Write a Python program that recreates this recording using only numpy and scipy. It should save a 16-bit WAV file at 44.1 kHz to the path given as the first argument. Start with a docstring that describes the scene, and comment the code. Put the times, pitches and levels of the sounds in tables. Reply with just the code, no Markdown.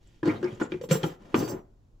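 """A faint hiss, then thumps, clacks and scrapes of a moulded plastic case: a heavy demolition hammer is
dragged out of it, lifted, and stood back on its nose in it. Blows ring the panels and shell; sliding is a
stream of tiny slips with stick-slip squeaks. Hard edges snap past each other; loose steel on the tool
clinks and rattles. A small hard room answers, over a low rumble."""
import sys
import numpy as np
from scipy import signal
from scipy.fft import rfft, irfft, next_fast_len
from scipy.io import wavfile

SR = 44100
rng = np.random.default_rng(int(sys.argv[2]) if len(sys.argv) > 2 else 0)


def master_out(mix):
    """Clip the mix to full scale and print it as 16-bit PCM to the path in sys.argv[1]."""
    frames = np.transpose(np.atleast_2d(mix))
    ceiling = np.clip(frames, -1, 1)
    pcm = np.round(ceiling * 32767).astype(np.int16)
    wavfile.write(sys.argv[1], SR, pcm)


N = 88200
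T = np.arange(18000) / SR  # time within one event, s
MID_SIDE = np.array([[1], [.65]])  # gains
CRACK_RISE_S = .0007


def amp(db):
    """Decibels to gain."""
    return 10 ** (np.asarray(db) / 20)


def unit(x):
    """Scales to rms 1."""
    return x / np.sqrt(np.mean(x ** 2) + 1e-20)


def read(points, hz):
    """Interpolates a table on a log-frequency axis."""
    f, value = np.transpose(points)
    return np.interp(np.log(hz + 1), np.log(f), value)


def colour(x, points):
    """Filters by rows of Hz, gain in dB."""
    n = x.shape[-1]
    size = next_fast_len(n + 2048)
    gain = amp(read(points, np.fft.rfftfreq(size, 1 / SR)))
    return irfft(rfft(x, size) * gain, size)[..., :n]


def add(mix, start_s, sound):
    """Mixes a sound in at start_s."""
    part = mix[..., max(round(start_s * SR), 0):][..., :sound.shape[-1]]
    part += sound[..., :part.shape[-1]]


def strike(rise_s, t60_s, hold_s=0):
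    """Envelope of a blow, peak 1; the decay begins after hold_s."""
    envelope = (1 - np.exp(-T / max(rise_s, 1e-5))) * amp(-60 * np.maximum(T - hold_s, 0) / t60_s)
    return envelope / envelope.max()


def sine(hz):
    """Sine of rms 1."""
    return np.sqrt(2) * np.sin(2 * np.pi * hz * T)


def dense_modes(spectrum):
    """Countless close modes as coloured noise; mid and side."""
    return unit(colour(rng.standard_normal((2, len(T))), spectrum)) * MID_SIDE


def flutter(hz):
    """Complex random wavering, low-passed at hz, rms 1; mid and side."""
    z = rng.standard_normal((2, len(T))) + 1j * rng.standard_normal((2, len(T)))
    z = np.fft.ifft(np.fft.fft(z) / (1 + (np.fft.fftfreq(len(T), 1 / SR) / hz) ** 2))
    return z / np.sqrt(np.mean(abs(z) ** 2))


# Rumble spectrum. Each row: frequency in Hz, gain in dB.
RUMBLE_SPECTRUM = [(15, -7.5), (38, -0.5), (65, -12), (105, -7), (170, -19), (350, -24), (700, -35),
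                   (2000, -49), (7000, -51), (9000, -58), (16000, -63)]


def rumble():
    """Steady low noise of the room."""
    return amp(-58.5) * unit(colour(rng.standard_normal((2, N)), RUMBLE_SPECTRUM))


# Room decay. Each row: frequency in Hz, t60 in seconds.
ROOM_DECAY = [(80, 0.29), (250, 0.39), (700, 0.41), (2000, 0.34), (5000, 0.19), (15000, 0.27)]
# Echo spectrum. Each row: frequency in Hz, gain in dB.
ECHO_SPECTRUM = [(80, -9.5), (250, -14), (600, -9), (2000, -11.5), (5000, -11), (15000, -8.5)]


def room_echo(source, early_db=7):
    """Quick echoes from floor and furniture, then a short diffuse tail."""
    taps = rng.standard_normal((2, SR)) * (rng.random((2, SR)) < 3000 / SR)
    taps *= np.arange(SR) > .004 * SR
    hz, t, bands = signal.stft(taps, SR, nperseg=256)
    t60_s = read(ROOM_DECAY, hz)[:, None]
    decaying = bands * amp(-60 * t / t60_s) / np.sqrt(t60_s)
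    tail = signal.istft(decaying, SR, nperseg=256)[1][:, :len(T)]
    early = rng.standard_normal((2, len(T))) * (rng.random((2, len(T))) < 900 / SR)
    early *= strike(rise_s=.001, t60_s=.082)
    response = tail / np.linalg.norm(tail[0]) + amp(early_db) * early / np.linalg.norm(early[0])
    return signal.fftconvolve(source[:1], colour(response, ECHO_SPECTRUM), axes=1)[:, :N]


# Steel clinks. Each row: start in seconds, ring in dB, jingle in dB, rise and chatter in seconds.
STEEL_CLINKS = [(.817, -56, -67, .012, .03), (.910, -29, -42.5, .006, .022), (.96, -52, -50, .004, .005),
                (1.036, -51, -55, .005, .04), (1.353, -49, -49, .004, .015), (1.372, -43, -50, .005, .028),
                (1.42, -54, -55, .005, .04), (1.475, -45, -53, .008, .033)]
# Steel modes. Each row: frequency in Hz, dB with the tool hanging, dB with it standing, t60 in seconds.
STEEL_MODES = [(5280, -30, -12, .11), (5852, -1, 1, .085), (6250, -24, -9, .1), (7502, 1, 0, .07),
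               (9212, -15, -19, .13), (9360, -23, -14, .1), (10510, -22, -18, .12), (12030, -29, -12, .11),
               (12480, -23, -22, .11), (14384, -10, -15, .16), (14950, -15, -13, .12),
               (15410, -21, -10, .12)]
# Jingle spectrum. Each row: frequency in Hz, gain in dB.
JINGLE_SPECTRUM = [(2500, -25), (4500, 0), (6000, -3), (6800, -12), (7600, -2), (9400, -7), (10000, -17),
                   (11000, -6), (15000, -5)]


def steel_clinks(stands_at_s=1.343, rattle_depth=.5, rattle_hz=70):
    """Loose steel chatters into a high ring; standing the tool up shifts the balance of its modes."""
    out = np.zeros((2, N))
    for start_s, ring_db, jingle_db, rise_s, chatter_s in STEEL_CLINKS:
        clink = amp(jingle_db) * dense_modes(JINGLE_SPECTRUM)
        clink *= strike(rise_s, t60_s=.09, hold_s=chatter_s)
        for hz, hanging_db, standing_db, t60_s in STEEL_MODES:
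            rattle = 1 + rattle_depth * flutter(rattle_hz)
            tone = (rattle * np.exp(2j * np.pi * (hz * T + rng.random((2, 1))))).real
            db = ring_db + (hanging_db if start_s < stands_at_s else standing_db)
            clink += amp(db) * tone * strike(rise_s, t60_s, chatter_s) * MID_SIDE
        add(out, start_s, clink)
    return out


# Squeaks. Each row: start and length in seconds, pitch and bandwidth in Hz, level in dB.
SLIP_SQUEAKS = [(0.243, 0.06, 4405, 593, -50), (0.279, 0.04, 2134, 400, -37.5),
                (0.34, 0.047, 3110, 120, -55.5), (0.342, 0.048, 3930, 700, -57.5),
                (0.44, 0.061, 2278, 302, -47.5), (0.502, 0.026, 3165, 305, -55.5),
                (0.611, 0.04, 7190, 740, -50), (1.357, 0.18, 4670, 60, -51.5)]


def slip_squeaks():
    """Sliding parts stick and slip, singing briefly at one unsteady pitch."""
    out = np.zeros((2, N))
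    for start_s, length_s, hz, width_hz, db in SLIP_SQUEAKS:
        tone = unit((flutter(width_hz / 2) * np.exp(2j * np.pi * hz * T)).real)
        swell = np.sin(np.pi * np.minimum(T / length_s, 1))
        add(out, start_s, amp(db) * tone * swell * MID_SIDE)
    return out


# Snaps. Each row: start in seconds, level in dB, pitch in Hz, t60 in seconds.
EDGE_SNAPS = [(.074, -55, 7500, .004), (.443, -45, 5100, .008), (.550, -54, 7000, .005),
              (.7195, -34, 2400, .013), (.720, -37, 3420, .009), (.738, -42, 2250, .018),
              (1.033, -33, 3130, .025), (1.3435, -22, 2150, .014), (1.344, -29, 2850, .011)]


def edge_snaps(roughness=.9):
    """A hard edge lets go and rings for an instant at one rough pitch."""
    out = np.zeros((2, N))
    mid_only = np.array([[1], [0]])
    for start_s, db, hz, t60_s in EDGE_SNAPS:
        tone = ((mid_only + roughness * flutter(hz=800)) * np.exp(2j * np.pi * hz * T)).real
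        add(out, start_s, amp(db) * tone * strike(CRACK_RISE_S, t60_s))
    return out


# Low, middle and high spectra; knocks share clack and crack. Each row: frequency in Hz, gain in dB.
GROAN_SPECTRUM = [(60, -24.5), (120, -7.5), (220, -2.5), (340, -8), (500, -20), (700, -16.5), (2000, -67.5)]
CLACK_SPECTRUM = [(150, -28), (400, 3.5), (650, -5.5), (900, -5.5), (1300, -4), (2200, -16), (3000, -26.5),
                  (5000, -39.5), (9000, -59.5)]
CRACK_SPECTRUM = [(800, -23), (1800, -4.5), (2500, -7), (3200, -2.5), (4200, -9), (6000, -10.5),
                  (8000, -15.5), (11000, -27.5), (15500, -32)]
# First row is faint background hiss and low noise; the rest are the tool sliding on plastic.
# Each row: start and length in seconds, groan, clack and crack in dB.
HISS_AND_SCRAPES = [(.0, 0.33, -65.5, -91, -71), (0.245, 0.14, -33, -37, -57),
                    (0.316, 0.25, -41, -66.5, -65.5), (0.439, 0.076, -36.5, -45.5, -62),
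                    (0.484, 0.16, -46.5, -59, -61.5), (0.598, 0.027, -41, -39, -49),
                    (0.623, 0.063, -47, -47, -61), (0.689, 0.13, -46, -76.5, -63.5),
                    (0.888, 0.11, -34.5, -51, -41.5), (0.922, 0.057, -41.5, -37, -45),
                    (0.986, 0.19, -48, -52, -55.5), (1.046, 0.049, -30, -59.5, -81),
                    (1.186, 0.51, -51, -62, -67), (1.353, 0.14, -27, -44.5, -49.5),
                    (1.461, 0.16, -35.5, -47, -75)]


def hiss_and_scrapes(clicks_per_s=2600, spread_db=3):
    """Swells of dense clicks: faint background noise first, then the tool's tiny slips on the plastic."""
    out = np.zeros((2, N))
    spectra = GROAN_SPECTRUM, CLACK_SPECTRUM, CRACK_SPECTRUM
    for start_s, length_s, *levels_db in HISS_AND_SCRAPES:
        onsets = rng.random(len(T)) < clicks_per_s / SR
        strength = amp(spread_db * np.minimum(rng.exponential(1, len(T)), 3))
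        clicks = onsets * strength * rng.choice([-1., 1.], (2, len(T)))
        noise = sum(amp(db) * unit(colour(clicks, spectrum)) for db, spectrum in zip(levels_db, spectra))
        swell = np.sin(np.pi * np.minimum(T / length_s, 1) ** .55)  # peaks early
        add(out, start_s, noise * swell * MID_SIDE)
    return out


# Case modes. Each row: frequency in Hz, level in dB, t60 in seconds.
CASE_MODES = [(102.3, -17.5, 0.4), (163, -16, 0.15), (188.1, -14, .22), (237.2, -13.5, 0.29),
              (303.5, -15.5, 0.13), (356.5, -13, 0.046), (420.3, -17, 0.085), (478.6, -18.5, 0.15),
              (680, -26, 0.12), (880, -24.5, 0.17)]
# Case radiation, weak in the deep bass. Each row: frequency in Hz, gain in dB.
CASE_RADIATION = [(40, -24.5), (80, -4), (115, 1), (16000, -5.5)]
# Tool against case. Each row: start in seconds, thump in dB and Hz, panel in dB and Hz,
# panel t60 in seconds, clack in dB and Hz, crack in dB.
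CASE_KNOCKS = [(.230, -33, 145.6, -23, 319.4, 0.066, -30.5, 1686, -47.5),
               (.256, -40, 110, -20.5, 326.6, 0.14, -39.5, 1540, -41.5),
               (.276, -24, 193, -13.5, 317, 0.056, -35.5, 1550, -41),
               (0.298, -40.5, 113.5, -33.5, 274.5, .15, -41, 2050, -54),
               (.428, -41, 147.7, -25, 367, 0.116, -37, 1594, -44.5),
               (.442, -52, 241, -23.5, 360, 0.1, -34, 1630, -50.5),
               (.524, -33.5, 103.6, -50.5, 338.6, 0.081, -65, 1380, -67.5),
               (.613, -43, 130.2, -20, 252, .04, -27.5, 1460, -49),
               (.617, -41.5, 144.6, -20, 340, 0.028, -28, 1458, -44),
               (.720, -36.5, 194.3, -26, 346.6, .05, -38, 1630, -54),
               (.742, -36, 153, -27.5, 361.3, 0.087, -44.5, 2170, -59),
               (0.812, -53.5, 171, -31.5, 492, 0.034, -50.5, 1940, -46),
               (0.838, -46, 172, -28, 471, 0.02, -47, 1026, -47),
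               (.910, -21, 177, -18.5, 477, 0.025, -30, 2324, -24),
               (.916, -17.5, 166.9, -22.5, 520, 0.063, -33.5, 1360, -49),
               (.952, -25, 188, -24.5, 446.3, 0.055, -37, 950, -48.5),
               (1.031, -36, 177.2, -29.5, 400.5, 0.025, -35.5, 1590, -33),
               (1.038, -22, 172.7, -23, 334, 0.019, -26, 825, -40.5),
               (1.343, -34.5, 202, -12.5, 342, 0.026, -17.5, 1177, -49),
               (1.352, -36.5, 139, -17.5, 238, 0.052, -32, 1087, -35.5),
               (1.377, -28, 180, -23.5, 264.5, 0.074, -39.5, 844, -54),
               (1.399, -35.5, 105.4, -37, 235, 0.072, -42.5, 824, -56),
               (1.426, -56.5, 183.5, -26.5, 416.3, 0.068, -36.5, 771, -61.5),
               (1.477, -48.5, 167, -40, 351, 0.077, -42, 877, -41.5),
               (1.517, -54.5, 177, -30.5, 367, 0.034, -43, 860, -50),
               (1.541, -38.5, 223.7, -28, 367.3, 0.049, -51.5, 715, -68)]


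def case_knocks(thump_rise_s=.018, panel_rise_s=.003, shell_db=-3, ring_db=-7.5):
    """Each blow thumps the hollow case, bends one panel, and sets the shell clacking and ringing."""
    out = np.zeros((2, N))
    ring = sum(amp(db) * sine(hz) * strike(panel_rise_s, t60_s) for hz, db, t60_s in CASE_MODES)
    chatter = amp(-11) * strike(thump_rise_s, t60_s=.06)  # the shell buzzes on after a blow
    clack_envelope = strike(rise_s=.001, t60_s=.05) + chatter
    crack_envelope = strike(CRACK_RISE_S, t60_s=.024) + chatter
    for (start_s, thump_db, thump_hz, panel_db, panel_hz, panel_t60_s,
         clack_db, clack_hz, crack_db) in CASE_KNOCKS:
        blow = amp(clack_db + shell_db) * dense_modes(CLACK_SPECTRUM) * clack_envelope
        blow += amp(crack_db) * dense_modes(CRACK_SPECTRUM) * crack_envelope
        struck_spot = amp(clack_db) * sine(clack_hz) * strike(CRACK_RISE_S, t60_s=.022)
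        thump = amp(thump_db) * sine(thump_hz) * strike(thump_rise_s, t60_s=.047)
        panel = sine(panel_hz) * strike(panel_rise_s, panel_t60_s)
        blow[0] += struck_spot + thump + amp(panel_db) * (panel + amp(ring_db) * ring)
        add(out, start_s, blow)
    return colour(out, CASE_RADIATION)


# Stereo width. Each row: frequency in Hz, linear side gain.
SIDE_GAIN = [(60, .22), (200, .21), (380, .33), (600, 1.15), (2000, .95), (5000, .65), (15000, .8)]
# Stereo balance. Each row: frequency in Hz, left over right in dB.
BALANCE = [(60, 0), (170, .1), (380, 2.4), (700, 1.4), (1290, .7), (2380, -1.9), (4400, -2), (8000, .3),
           (15000, 0)]


def scene():
    """Opening hiss, handling noise and their echo over the rumble; left and right, bass near mono."""
    direct = case_knocks() + hiss_and_scrapes() + slip_squeaks() + edge_snaps() + steel_clinks()
    direct *= amp(-2.5)
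    mid, side = rfft(rumble() + room_echo(direct) + direct)
    hz = np.fft.rfftfreq(N, 1 / SR)
    side *= read(SIDE_GAIN, hz)
    lean = amp(read(BALANCE, hz) / 2)
    return irfft(np.array([(mid + side) * lean, (mid - side) / lean]), N)


# Treble notch. Each row: frequency in Hz, gain in dB.
TREBLE_NOTCH = [(20, 0), (7900, 0), (8500, -17), (9100, 0), (16000, 0)]


def record(dry):
    """A narrow dip at 8.5 kHz, then a low-pass at 15.9 kHz."""
    lowpass = signal.firwin(401, 15900, window=("kaiser", 9), fs=SR)
    return signal.oaconvolve(colour(dry, TREBLE_NOTCH), lowpass[None], "same")


dry = scene()
out = record(dry)
master_out(out)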